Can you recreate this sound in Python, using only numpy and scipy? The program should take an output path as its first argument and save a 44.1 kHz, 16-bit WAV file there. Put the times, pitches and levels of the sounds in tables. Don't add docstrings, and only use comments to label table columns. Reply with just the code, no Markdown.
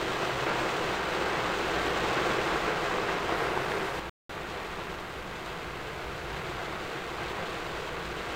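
import sys
import numpy as np
from scipy import signal
from scipy.fft import rfft, irfft
from scipy.io import wavfile

SR = 44100
rng = np.random.default_rng(int(sys.argv[2]) if len(sys.argv) > 2 else 0)


def generate_wav(sig):
    pcm = np.round(np.clip(np.atleast_2d(sig).T, -1, 1) * 32767).astype(np.int16)
    wavfile.write(sys.argv[1], SR, pcm)


N = 368235
TIME = np.arange(N) / SR
RAIN_EASES_S = 3.996


def from_db(db):
    return 10 ** (np.asarray(db) / 20)


def rms_one(x):
    return x / np.sqrt(np.mean(x ** 2) + 1e-20)


def gains_in_time(rows):
    times, *columns = np.transpose(rows)
    return [from_db(np.interp(TIME, times, db)) for db in columns]


def drift(rate):
    hop, run_in = 40, 2000
    pole = np.exp(-2 * np.pi * rate * hop / SR)
    noise = rng.standard_normal(N // hop + run_in + 2)
    slow = signal.lfilter([1], [1, -2 * pole, pole * pole], noise)[run_in:]
    return np.interp(np.arange(N) / hop, np.arange(len(slow)), rms_one(slow))


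def colour(x, spectrum, size=8192):
    hz, db = np.transpose(spectrum)
    grid_hz = np.maximum(np.arange(size // 2 + 1) * SR / size, 1)
    gain = from_db(np.interp(np.log(grid_hz), np.log(hz), db))
    cepstrum = irfft(np.log(gain))
    log_response = rfft(2 * cepstrum[1:size // 2], size) * np.exp(-2j * np.pi * grid_hz / SR)
    impulse_response = irfft(np.exp(log_response))
    return rms_one(signal.fftconvolve(x, impulse_response)[:N])


def impacts(per_s, spread_db, flurry_db):
    lands = rng.random(N) < per_s * from_db(flurry_db * drift(14)) / SR
    sizes = from_db(spread_db * np.minimum(rng.exponential(1, N), 3.5))
    return rms_one(lands * sizes * rng.choice([-1, 1], N))


def rain(levels, roof_spectrum, roof_per_s, glass_per_s, roof_db, glass_db):
    # (frequency [Hz], relative level [dB])
    glass_spectrum = [(500, -1), (1500, -1.5), (3000, 4.5), (4000, 0.5), (5300, -9), (7200, -10),
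                      (8600, -14.5), (10300, -26), (11500, -34), (13500, -20), (16000, -25.5)]
    drumming, patter = gains_in_time(levels)
    on_roof = impacts(roof_per_s, spread_db=3.0, flurry_db=1.13)
    on_glass = impacts(glass_per_s, spread_db=2.5, flurry_db=1.42)
    body = colour(on_roof + from_db(-9.5) * on_glass, roof_spectrum)
    ticks = colour(on_glass, glass_spectrum)
    return from_db(roof_db) * drumming * body, from_db(glass_db) * patter * ticks


def surges(rows, attack_s, decay_s):
    lift_db = 0
    for start, db in rows:
        attack = np.clip((TIME - start) / attack_s, 0, 1)
        drain = np.exp(-np.maximum(TIME - start - attack_s, 0) / decay_s)
        lift_db += db * attack * drain
    return from_db(lift_db)


def shower():
    # (time [s], roof level before trim [dB], glass level before trim [dB])
    heavy_swell = [(0, -32, -45), (1.2, -30.5, -45), (1.55, -30.5, -44.5), (1.8, -29.3, -42.7),
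                   (2.15, -29, -43), (2.7, -29.5, -45.5), (3.25, -31, -47), (3.6, -31.5, -48.5),
                   (4, -33.5, -49.5)]
    light_swell = [(4.3, -39, -52.5), (4.6, -36.5, -49.7), (5.25, -40, -53), (5.45, -38.5, -51.5),
                   (5.95, -38.5, -52), (6.5, -36.6, -49.5), (6.95, -37, -49), (7.4, -35, -47.7),
                   (7.9, -37.5, -49.3), (8.35, -36, -48)]
    # (frequency [Hz], relative level [dB])
    heavy_roof = [(53, -52.5), (90, -21), (124, -10), (251, -8.5), (334, -2.5), (402, -0.5), (562, -4.5),
                  (711, -4), (1590, -6.5), (1730, -5.5), (5000, -27), (6500, -43), (11000, -120)]
    light_roof = [(53, -31), (90, -14.5), (157, -5), (264, -9), (340, -0.5), (508, -1), (562, -5),
                  (612, -3), (1590, -4.5), (1730, -4), (2120, -7), (5000, -32), (6500, -77), (11000, -120)]
    # (time [s], rise [dB])
    splatters = [(0.45, 3.5), (1.75, 0.5), (3.285, 3), (3.39, 2.5), (6.57, 3)]
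    # (time [s], rise [dB])
    splashes = [(0.688, 4), (4.487, 6), (5.135, 4), (5.355, 5), (5.458, 5), (5.868, 6), (6.458, 6),
                (6.495, 5), (7.278, 3)]
    heavy = rain(heavy_swell, heavy_roof, roof_per_s=7000, glass_per_s=4000, roof_db=-1.0, glass_db=5.5)
    light = rain(light_swell, light_roof, roof_per_s=6500, glass_per_s=3000, roof_db=-1.5, glass_db=3.5)
    roof, glass = np.where(TIME < RAIN_EASES_S, heavy, light)
    roof *= surges(splatters, attack_s=0.02, decay_s=0.082)
    glass *= surges(splashes, attack_s=0.003, decay_s=0.013)
    gust_db = 0.17 * drift(4)
    return (roof + glass) * from_db(gust_db)


def cabin(x):
    # (frequency [Hz], width [Hz], gain [dB])
    resonances = [(124.6, 15, 4.5), (176, 40, 4.5), (257, 87, -3.5), (336, 39, 3.5), (388, 40, 1.5),
                  (500, 75, 2.5), (576, 35, -2.5), (711, 27, 3), (885, 30, -0.5), (1124, 150, 2),
                  (1383, 27, 3), (1530, 40, 2), (1593, 48, 2.5), (1740, 100, -5), (2140, 80, 1.5),
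                  (2590, 130, 3)]
    for hz, width_hz, db in resonances:
        b, a = signal.iirpeak(hz, hz / width_hz, fs=SR)
        x = x + (from_db(db) - 1) * signal.lfilter(b, a, x)
    return x


def far_road(level_db):
    # (frequency [Hz], relative level [dB])
    spectrum = [(15, 4), (28, -13), (40, -7), (78, -1.5), (130, -5), (260, -7.5), (1000, -9), (4000, -22.5),
                (10000, -33), (16000, -33.5)]
    return from_db(level_db) * colour(rng.standard_normal(N), spectrum)


def passing():
    # (time when nearest [s], tyre rumble [dB], half-length [s])
    cars = [(.55, -52, .4), (2.0, -55, .35), (3.45, -50, .35), (5.25, -55, .35), (6.2, -48.5, .45),
            (8.1, -52.5, 0.23)]
    power = sum(from_db(db) ** 2 / (1 + ((TIME - nearest) / half_s) ** 2) for nearest, db, half_s in cars)
    return np.sqrt(power)


def boom(hz, width_hz, far_db, over_tyres_db):
    level = np.hypot(from_db(far_db), from_db(over_tyres_db) * passing())
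    b, a = signal.iirpeak(hz, hz / width_hz, fs=SR)
    air_mode = signal.lfilter(b, a, rng.standard_normal(N + SR))[SR:]
    return level * rms_one(air_mode)


def tyres():
    # (frequency [Hz], relative level [dB])
    spectrum = [(30, -22.5), (70, -5.5), (110, -1.5), (150, 6), (200, -8.5), (270, -23), (1000, -36),
                (8000, -67)]
    return passing() * colour(rng.standard_normal(N), spectrum)


def engines(waver_hz):
    # (start [s], end [s], first pitch [Hz], last pitch [Hz], peak [dB])
    passes = [(-.3, 1.1, 130.1, 126, -45.5), (.85, 1.33, 62, 58.6, -45), (1.55, 2.2, 60.2, 56.2, -45),
              (1.85, 2.45, 109.2, 136.5, -45.5), (2.25, 2.9, 52.4, 42, -47), (3.7, 4.63, 56.2, 57.6, -46.5),
              (4.8, 5.55, 60, 52, -49), (5.85, 6.9, 55.55, 54.6, -44)]
    hum = np.zeros(N)
    for start, end, first_hz, last_hz, db in passes:
        progress = np.clip((TIME - start) / (end - start), 0, 1)
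        hz = first_hz + (last_hz - first_hz) * progress + waver_hz * drift(5.2)
        swell = from_db(db) * np.sin(np.pi * progress)
        hum += swell * np.sin(2 * np.pi * np.cumsum(hz) / SR)
    return hum


def drips():
    # (time [s], level [dB], pitch [Hz], time to fall 60 dB [s])
    hits = [(3.294, -15, 1150, 0.0053), (3.3055, -22, 750, 0.011), (3.5757, -10.5, 1010, 0.0061),
            (3.7190, -17, 1750, 0.0082), (4.498, -29, 1500, .006), (7.801, -27, 1700, 0.0055)]
    knocks = np.zeros(N)
    for start, db, hz, t60 in hits:
        age = np.maximum(np.arange(N) - round(start * SR), 0) / SR
        knocks += from_db(db - 60 * age / t60) * np.sin(2 * np.pi * hz * age)
    return knocks


def spray(start_s, level_db):
    # (frequency [Hz], relative level [dB])
    spectrum = [(1000, -21), (6000, -10), (8800, 0.5), (10500, -7.5), (13000, -6), (16000, -14)]
    fizz = colour(impacts(per_s=9030, spread_db=2.0, flurry_db=2.5), spectrum)
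    return from_db(level_db) * fizz * (TIME > start_s) * (TIME < RAIN_EASES_S)


def scene():
    rainfall = cabin(shower())
    bed = far_road(level_db=-46.5)
    traffic = boom(hz=57, width_hz=9.9, far_db=-52.5, over_tyres_db=-4) + tyres() + engines(waver_hz=1.2)
    return (rainfall + drips() + spray(start_s=3.3, level_db=-60.5) + traffic + bed)[None]


def record(dry):
    silent_from_s, silent_to_s, cutoff_hz = 4.095, 4.294, 15750
    live = (TIME < silent_from_s) | (TIME > silent_to_s)
    lowpass = signal.ellip(12, 0.1, 80, cutoff_hz, fs=SR, output="sos")
    return signal.sosfilt(lowpass, dry * live)


dry = scene()
out = record(dry)
generate_wav(out)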